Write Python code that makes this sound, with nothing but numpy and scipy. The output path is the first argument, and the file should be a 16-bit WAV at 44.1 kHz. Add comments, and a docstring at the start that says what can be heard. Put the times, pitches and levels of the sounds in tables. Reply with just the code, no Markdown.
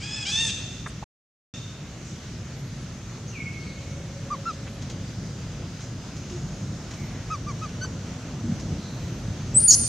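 """A leaf-strewn forest floor, where young macaques call: two wails ring among the trees, short coos
follow, and a close squeal breaks into a harsh screech. Each call is a vibration of the vocal folds,
filtered by the throat and scattered by trunks and leaves. Behind them are far traffic, the hiss of
foliage and insects, thin squeaks, a bird and rustles in the dry leaves. The sound cuts out for half
a second after the wails."""
import sys
import numpy as np
from scipy import signal
from scipy.fft import rfft, irfft, next_fast_len
from scipy.io import wavfile
from scipy.ndimage import uniform_filter1d, map_coordinates

SR = 44100
rng = np.random.default_rng(int(sys.argv[2]) if len(sys.argv) > 2 else 0)


N = 435688

# noise spectra of far traffic, and of foliage with insects: f/Hz, spectral level/dB
TRAFFIC_SPECTRUM = [(24, -35), (36, -16.5), (50, -3.5), (62, -7.5), (80, -3.5), (105, 1), (145, -0.5),
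                    (200, -5.5), (260, -11), (410, -18.5), (600, -21), (850, -27), (1500, -32),
                    (3000, -67.5)]
FOLIAGE_SPECTRUM = [(590, -21.5), (1000, -10.5), (1190, -6), (1290, -2), (1490, -3.5), (1860, -3.5),
                    (2160, -4), (3830, -5.5), (4050, -5.5), (4980, -6), (5920, -3.5), (6410, -2),
                    (9360, -24), (11100, -26.5), (15500, -35.5)]
# coherence of the background between left and right: f/Hz, correlation
ALIKE = [(120, 1), (350, .98), (700, 0.88), (1400, 0.84), (6000, 0.35), (9000, 0.27), (13000, 0.3)]
# reverberation of the forest: f/Hz, reverberation time/s
FOREST = [(300, 0.56), (1500, 0.83), (2600, 1.22), (3100, 1.3), (3500, 0.96), (3850, 1.33), (4300, 1.2),
          (6400, 1.16), (8000, 0.87), (12000, 0.32)]
# wails: t/s, duration/s, top f/Hz, arch slope, final slump/share of pitch, level/dB,
# least roughness (0-1), mouth opening (0-1)
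WAILS = [(0, .25, 850, .03, 0.019, -32.5, 0.35, 0.15), (.251, .262, 921, .16, .14, -23, .18, 0.91),
         (1.079, .23, 922, .17, .14, -24.5, .25, 1)]
# formants with the mouth narrow and wide: f/Hz, gain/dB
NARROW_MOUTH = [(500, -34.5), (830, -19), (1700, -14.5), (2520, -2.5), (3400, -3), (4200, -22.5), (5020, 1),
                (5850, -18), (6750, -8), (7600, -13), (8500, -23.5), (10000, -51)]
WIDE_MOUTH = [(500, -42), (870, -24), (1750, -14), (2650, -7), (3100, -10), (3450, 1), (3780, 5),
              (4150, -14), (5400, -9), (5800, -11), (6200, -2), (7300, -13), (7900, -12), (9000, -25),
              (13000, -46)]
# bumps, swishes and faint ringing: peak t/s, centre f/Hz, spread/octaves, rise time/s, level/dB
BUMPS = [(.866, 1250, .55, .0071, -33), (.881, 7200, .31, 0.014, -48), (1.028, 815, 0.4, 0.0039, -35.5),
         (2.08, 6400, 0.21, 0.066, -52), (3.294, 6200, .1, .026, -46), (3.668, 4300, .14, 0.12, -54),
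         (4.144, 551, .05, 0.66, -51.5), (4.675, 1580, .8, .015, -45), (5.83, 6200, .2, .03, -49),
         (6.336, 353, 0.076, 0.032, -37), (6.4, 6500, 0.11, .35, -53.5), (7.03, 2200, .12, .11, -52),
         (7.16, 1800, .3, .07, -52), (7.848, 1150, .14, .0043, -35.5), (8.456, 252, 0.26, .026, -29),
         (8.497, 179, 0.44, .03, -25.5), (8.88, 4100, .12, 0.13, -52)]
# the loudest leaf crackles: t/s, relative level/dB, relative crunch/dB
CRACKLES = [(4.5314, -32.5, -14.5), (4.8194, -29.5, -10), (4.8998, -28.5, -10), (5.8062, -31.5, -7),
            (6.1674, -29.5, -18), (6.2994, -33.5, -7.5), (6.9097, -29.5, -3), (8.5989, -28.5, -19)]
# fainter crackles at random: start t/s, end t/s, relative level/dB, relative crunch/dB
LEAF_STIR = (3.5, 8.5, -38, -10)
# a crackle's crisp edge and the duller crunch beneath: f/Hz, level/dB
EDGE_SPECTRUM = [(1000, -14), (2500, -3), (4500, -2), (6500, 4), (8500, -16), (14000, -37)]
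CRUNCH_SPECTRUM = [(400, -12), (1000, 2), (2500, -1), (4500, -12), (8000, -30)]
# squeaks: t/s, duration/s, top f/Hz, arch depth, place of the top (0-1), level/dB
SQUEAKS = [(2.56, .29, 11500, .11, .2, -71), (4.68, 0.11, 11400, .06, .45, -71),
           (6.96, .18, 13300, .27, .27, -70), (8.9, .35, 13200, .24, .45, -73)]
# the bird's whistle: t/s, duration/s, level/dB
BIRD_NOTE = (3.315, .25, -42.5)
# its reflections from far trees: delay/s, gain/dB
BIRD_ECHOES = [(.3, -14), (.52, -19)]
# coos: t/s, duration/s, top f/Hz, arch depth, place of the top (0-1), level/dB, overtone gain/dB
COOS = [(4.302, 0.056, 1212, 0.2, 0.4, -27, -6), (4.454, 0.067, 1365, .14, 0.34, -27, -1),
        (7.3, 0.065, 1290, 0.17, 0.33, -28.5, 1.5), (7.465, 0.059, 1200, 0.16, 0.33, -35, 4.5),
        (7.613, .058, 1282, 0.132, .34, -34, 3.5), (7.809, 0.056, 1528, .045, 0.6, -35.5, 14)]
# formants of the cooing throat: f/Hz, gain/dB
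COO_THROAT = [(2000, -23), (2500, -15), (3300, -30), (4500, -17.5), (5300, -21), (6200, -14.5), (7600, -32),
              (9000, -41), (11000, -47), (14000, -58)]
# the squeal's three pushes, a list for each: t/s, f/Hz, level/dB
SQUEAL_PUSHES = [
    [(9.546, 7857, -30), (9.552, 7988, -20), (9.562, 7855, -20), (9.57, 8047, -11.5), (9.586, 8459, -13.5),
     (9.6, 9069, -21.5), (9.624, 9100, -24), (9.637, 9093, -22)],
    [(9.64, 9094, -15.5), (9.654, 9268, -15), (9.692, 9133, -24), (9.706, 8929, -24)],
    [(9.752, 9080, -23.5), (9.764, 9951, -20.5), (9.772, 10160, -24), (9.816, 8882, -24.5),
     (9.842, 8945, -29), (9.856, 8580, -25), (9.866, 9055, -31.5), (9.879, 9647, -28)],
]
# its hoarse edge: f/Hz, level/dB
RASP_SPECTRUM = [(2500, -31), (4000, -10), (4600, 2.5), (5300, -4), (6500, -2), (8000, -6.5),
                 (10500, -17.5), (13000, -26), (15500, -44)]
# its subharmonic stretch: start t/s, end t/s, level before the swell/dB
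SPLIT = (9.677, 9.724, -15)
# the partials added there: f/quarters of the pitch, relative level/dB
SPLIT_PARTIALS = [(2, -18), (3, -1.5), (5, -27)]
# the break into a screech: start t/s, end t/s, level/dB
SCREECH = (9.708, 9.75, -13.5)
# irregular motion of the vocal folds: f/Hz, level/dB
FOLD_SPECTRUM = [(3000, -31.5), (4500, 4.5), (7500, -3.5), (10000, -16.5)]
# formants of the screeching throat: f/Hz, gain/dB
SCREECH_THROAT = [(2200, -40), (2900, -10), (3600, -21.5), (4500, -12.5), (6200, 1), (6900, 4.5),
                  (7900, -12.5), (8800, -7), (10500, -7), (12000, -14), (15000, -25), (16000, -46.5)]
# the silent gap: start t/s, end t/s
PAUSE = (1.042, 1.538)


def write(x):
    x = np.atleast_2d(x).T
    wavfile.write(sys.argv[1], SR, np.round(np.clip(x, -1, 1) * 32767).astype(np.int16))


def amp(db):
    """Decibels to gain."""
    return 10 ** (np.asarray(db) / 20)


def unit(x):
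    """Scale to rms 1."""
    return x / np.sqrt(np.mean(x ** 2) + 1e-20)


def along(points, hz):
    """(Hz, value) points read on a log axis."""
    f, v = np.transpose(points)
    return np.interp(np.log(np.abs(hz) + 1), np.log(f + 1), v)


def clock():
    """The time of each sample."""
    return np.arange(N) / SR


def curves(rows):
    """One value per sample for each column after the time."""
    s, *cols = np.transpose(rows)
    return [np.interp(clock(), s, c) for c in cols]


def during(start, end, fade=.003):
    """1 between two times, with short fades outside."""
    t = clock()
    return np.clip(1 + np.minimum(t - start, end - t) / fade, 0, 1)


def wobble(rate, size=N):
    """A smooth random curve, rate knots a second."""
    return map_coordinates(rng.standard_normal(int(size * rate / SR) + 4), [np.arange(size) * rate / SR])


def filtered(x, response):
    """x times a response of frequency."""
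    m = next_fast_len(N + 8192)
    return irfft(rfft(x, m) * response(np.fft.rfftfreq(m, 1 / SR)), m)[..., :N]


def noise(spectrum):
    """Coloured noise of rms 1."""
    return unit(filtered(rng.standard_normal(N), lambda hz: amp(along(spectrum, hz))))


def turns(hz):
    """The running phase of a pitch curve."""
    return 2 * np.pi * np.cumsum(hz) / SR


def whistle(hz, jitter, jitter_rate):
    """A pure, slightly unsteady tone of rms 1."""
    return np.sqrt(2) * np.sin(turns(hz * (1 + jitter * wobble(jitter_rate))))


def rush(spectrum, patchy_db):
    """Partly coherent stereo noise of rms 1, with patches of random gain in time and frequency."""
    z = signal.stft(rng.standard_normal((2, N)), nperseg=512)[2]
    field = uniform_filter1d(rng.standard_normal(z.shape[1:]), size=10, axis=0)
    field = uniform_filter1d(field, size=16, axis=1)
    pair = signal.istft(z * amp(patchy_db * unit(field)), nperseg=512)[1][:, :N]
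    angle = lambda hz: np.arccos(np.clip(along(ALIKE, hz), -1, 1)) / 2
    shares = lambda hz: np.array([np.cos(angle(hz)), np.sin(angle(hz))])
    mid, side = filtered(pair, lambda hz: amp(along(spectrum, hz)) * shares(hz))
    return unit(np.array([mid + side, mid - side]))


def among_trees(x, wet_db, side_db):
    """Reverberation: scatter from trunks and leaves follows the direct sound and decays exponentially."""
    hz, t, z = signal.stft(rng.standard_normal((2, 2 * SR)), SR, nperseg=256)
    tail = signal.istft(z * amp(-60 * t / along(FOREST, hz)[:, None]), SR, nperseg=256)[1]
    mid, side = signal.fftconvolve(x[None], tail / np.linalg.norm(tail[0]), axes=1)[:, :N]
    side = side * amp(side_db)
    return x + amp(wet_db) * np.array([mid + side, mid - side])


def ramp(age, attack_s):
    """0 before an onset, rising straight to 1."""
    return np.clip(age / attack_s, 0, 1)


def arch(progress, depth, crest):
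    """Frequency ratio along a hyperbolic arch, 1 at the crest."""
    return 1 - depth * (np.hypot(progress - crest, .3) - .3) * 2.4


def delayed(x, seconds):
    """A delay is a phase lag proportional to frequency."""
    return filtered(x, lambda hz: np.exp(-2j * np.pi * hz * seconds))


def traffic(db=-38, rise_db_per_s=.68):
    """Low-frequency noise from far traffic gains level as its source draws slowly nearer."""
    return amp(db + rise_db_per_s * clock() + .2 * wobble(12)) * rush(TRAFFIC_SPECTRUM, patchy_db=1.1)


def foliage(db=-48, rise_db_per_s=.19):
    """Many incoherent sources, leaves and insects, sum to a broadband hiss."""
    return amp(db + rise_db_per_s * clock() + .4 * wobble(11)) * rush(FOLIAGE_SPECTRUM, patchy_db=1.0)


def wail_controls(crest=.63, scoop_s=.025, slump_s=.016, attack_s=.025, release_s=.012):
    """Vocal effort couples pitch, level and roughness: a wail is loudest and cleanest at its top."""
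    t, controls = clock(), np.zeros((4, N))
    for start, length, top_hz, slope, slump, db, rough, opening in WAILS:
        age = np.clip(t - start, 0, length)
        scoop = .14 * np.exp(-age / scoop_s)
        # share by which the pitch lies below the top
        slack = scoop + slope * np.abs(age / length - crest) + slump * np.exp((age - length) / slump_s)
        gain = amp(db - 16 * slack) * np.sqrt(ramp(age, attack_s) * ramp(length - age, release_s))
        wail = [top_hz * (1 - slack), gain, rough + 1.7 * slack, opening * ramp(age, attack_s=.04)]
        controls = np.where(t >= start, wail, controls)
    return controls


def wails():
    """Source and filter: the opening mouth shapes a harmonic series; strain adds jitter and rasp."""
    hz, gain, rough, opening = wail_controls()
    mouth_db = lambda f: (1 - opening) * along(NARROW_MOUTH, f) + opening * along(WIDE_MOUTH, f)
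    jitter = .009 * wobble(40) + rough * (.034 * wobble(200) + .03 * wobble(1100))
    phase = turns(hz * (1 + jitter))
    # paths off the ground make each harmonic flutter on its own
    voice = sum(amp(mouth_db(k * hz) + 2.6 * wobble(45)) * np.sin(k * phase) for k in range(1, 14))
    breath = (1 - opening) * noise(NARROW_MOUTH) + opening * noise(WIDE_MOUTH)
    rasp = breath * (1 + np.cos(phase))
    cry = gain * (.73 * voice * amp(2.2 * wobble(170)) + .53 * rough * rasp)
    return among_trees(cry, wet_db=-7, side_db=-5.5)


def bumps():
    """Band-limited noise swells and decays: short, broad bands bump, and long, narrow ones ring."""
    t, out = clock(), np.zeros(N)
    for peak_s, centre_hz, octaves, rise_s, db in BUMPS:
        passband = lambda hz: np.exp(-.5 * (np.log2((hz + 1) / centre_hz) / octaves) ** 2)
        band = unit(filtered(rng.standard_normal(N), passband))
        age = np.maximum((t - peak_s) / rise_s + 1, 0)
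        out += amp(db) * band * age ** 2 * np.exp(2 - 2 * age)
    return out


def rustles():
    """Scattering from the trees gives the bumps and crackles a faint reverberant tail."""
    return among_trees(bumps() + crackles(), wet_db=-16.5, side_db=-8)


def squeaks():
    """Frequency modulation bends a thin, high tone into arched squeaks, heard as direct sound only."""
    t, hz, gain = clock(), np.zeros(N), np.zeros(N)
    for start, length, top_hz, depth, crest, db in SQUEAKS:
        hz = np.where(t >= start, top_hz * arch(ramp(t - start, length), depth, crest), hz)
        gain += amp(db) * during(start, start + length)
    return gain * whistle(hz, jitter=.012, jitter_rate=60) * amp(2.5 * wobble(40))


def bird(from_hz=2890, to_hz=2180, fall_s=.042, attack_s=.051, fade_db_per_s=47):
    """A far whistle falls and settles on one note; at this range reflections outweigh direct sound."""
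    start, length, db = BIRD_NOTE
    age = np.maximum(clock() - start, 0)
    hz = to_hz + (from_hz - to_hz) * np.exp(-(age / fall_s) ** 2)
    gain = amp(db - fade_db_per_s * (age - attack_s)) * ramp(age, attack_s)
    call = gain * during(start, start + length) * whistle(hz, jitter=.0056, jitter_rate=150)
    echoes = sum(amp(echo_db) * delayed(call, delay_s) for delay_s, echo_db in BIRD_ECHOES)
    return among_trees(call + echoes, wet_db=1, side_db=-7)


def crackles(faint_count=7, attack_s=.0013, t60_s=.14):
    """Brittle fracture: dry leaves break in quick uneven snaps, in bursts that decay exponentially."""
    t, edge, crunch = clock(), np.zeros(N), np.zeros(N)
    first, last, stir_db, stir_crunch_db = LEAF_STIR
    faint = [(first + (last - first) * when, stir_db + 5 * (size - .5), stir_crunch_db)
             for when, size in rng.random((faint_count, 2))]
    for start, db, crunch_db in CRACKLES + faint:
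        age = np.maximum(t - start + .002, 0)
        burst = amp(db - 11.5 - 60 * age / t60_s) * (1 - np.exp(-age / attack_s))
        edge += burst
        crunch += burst * amp(crunch_db - .5)
    leaves = edge * noise(EDGE_SPECTRUM) + crunch * noise(CRUNCH_SPECTRUM)
    snaps = unit(amp(3 * wobble(900)))
    return leaves * snaps


def coos():
    """Throat resonances weight the harmonics of short arched notes; higher harmonics bloom later."""
    out = np.zeros(N)
    for start, length, top_hz, depth, crest, db, overtone_db in COOS:
        size = int(length * SR)
        progress = np.linspace(0, 1, size)
        hz = top_hz * arch(progress, depth, crest)
        phase = turns(hz * (1 + .01 * wobble(900, size)))
        note = np.sin(phase)
        for k in range(2, 10):
            bloom_db = 5.1 * (progress - .8) * np.log2(k)
            throat_db = along(COO_THROAT, k * hz) + 2.9 * wobble(99, size)
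            note += amp(overtone_db + throat_db + bloom_db) * np.sin(k * phase)
        swell = np.abs(np.sin(np.pi * progress ** .77)) ** .81
        out[round(start * SR):][:size] += np.sqrt(2) * amp(db) * swell * note
    return among_trees(out, wet_db=-31.5, side_db=1)


def insect(start_s=4.7, climb_s=4.9, from_hz=4790, to_hz=6140, db=-59.5):
    """Rapid frequency jitter broadens one insect's slowly climbing tone into a buzz."""
    age = clock() - start_s
    climb = np.sin(np.pi / 2 * ramp(age, climb_s)) ** 2
    buzz = whistle(from_hz + (to_hz - from_hz) * climb, jitter=.024, jitter_rate=900)
    return amp(db) * ramp(age, attack_s=.3) * buzz


def squeal(break_sag=.07, break_loss_db=7.5, ground_delay_s=.0011, ground_db=-10):
    """Nonlinear vocal fold vibration: a high, hoarse tone splits, breaks into a screech and recovers."""
    t, course = clock(), np.vstack(SQUEAL_PUSHES)
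    start, end, mean_db = course[0, 0], course[-1, 0], course[:, 2].mean()
    hz, db = curves(course)
    break_start, break_end, _ = SCREECH
    broken = np.sin(np.pi * ramp(t - break_start, break_end - break_start))
    phase = turns(hz * (1 - break_sag * broken) * (1 + .005 * wobble(600)))
    tone = np.sqrt(2) * amp(db - break_loss_db * broken + 1.1 * wobble(300)) * np.sin(phase)
    rasp_db = -42 - .5 * (db - mean_db) + 2.5 * wobble(500)  # hoarseness yields as the tone grows
    rasp = amp(rasp_db) * ramp(t - start, attack_s=.058) * noise(RASP_SPECTRUM)
    voice = (tone + rasp + subharmonics(phase) + screech()) * during(start, end)
    # the ground reflection is in antiphase between left and right
    bounce = amp(ground_db) * delayed(voice, ground_delay_s)
    return among_trees(voice, wet_db=-19.5, side_db=1.5) + np.array([bounce, -bounce])


def subharmonics(phase, swell_db=5, attack_s=.0052, release_s=.004):
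    """Period quadrupling adds partials at multiples of a quarter of the squeal's pitch."""
    t = clock()
    start, end, db = SPLIT
    partials = sum(amp(level) * np.sin(quarters * phase / 4) for quarters, level in SPLIT_PARTIALS)
    swell = np.sin(np.pi * ramp(t - start, end - start))
    gate = ramp(t - start, attack_s) * ramp(end - t, release_s)
    return np.sqrt(2) * amp(db + swell_db * swell + 1.3 * wobble(350)) * gate * partials


def screech():
    """Aperiodic excitation: the folds slap with uneven but bounded force, and the throat resonates."""
    start, end, db = SCREECH
    slaps = np.tanh(noise(FOLD_SPECTRUM)) * (1 + .61 * np.tanh(2 * wobble(1300)))
    ringing = unit(filtered(slaps, lambda hz: amp(along(SCREECH_THROAT, hz))))
    return amp(db) * during(start, end) * ringing


def scene():
    """Superposition: the calls and rustles add to the forest background."""
    calls = wails() + coos() + squeal() + squeaks() + bird()
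    return calls + rustles() + traffic() + foliage() + insect()


def record(dry):
    """A gate silences the pause, soft saturation rounds the peaks, and a low-pass limits the band."""
    gated = dry * (1 - during(*PAUSE, fade=.001))  # of the third wail, only the reverberation is heard
    rounded = gated / (1 + np.abs(gated / .85) ** 8) ** (1 / 8)
    return filtered(rounded, lambda hz: hz < 15700)


dry = scene()
out = record(dry)
write(out)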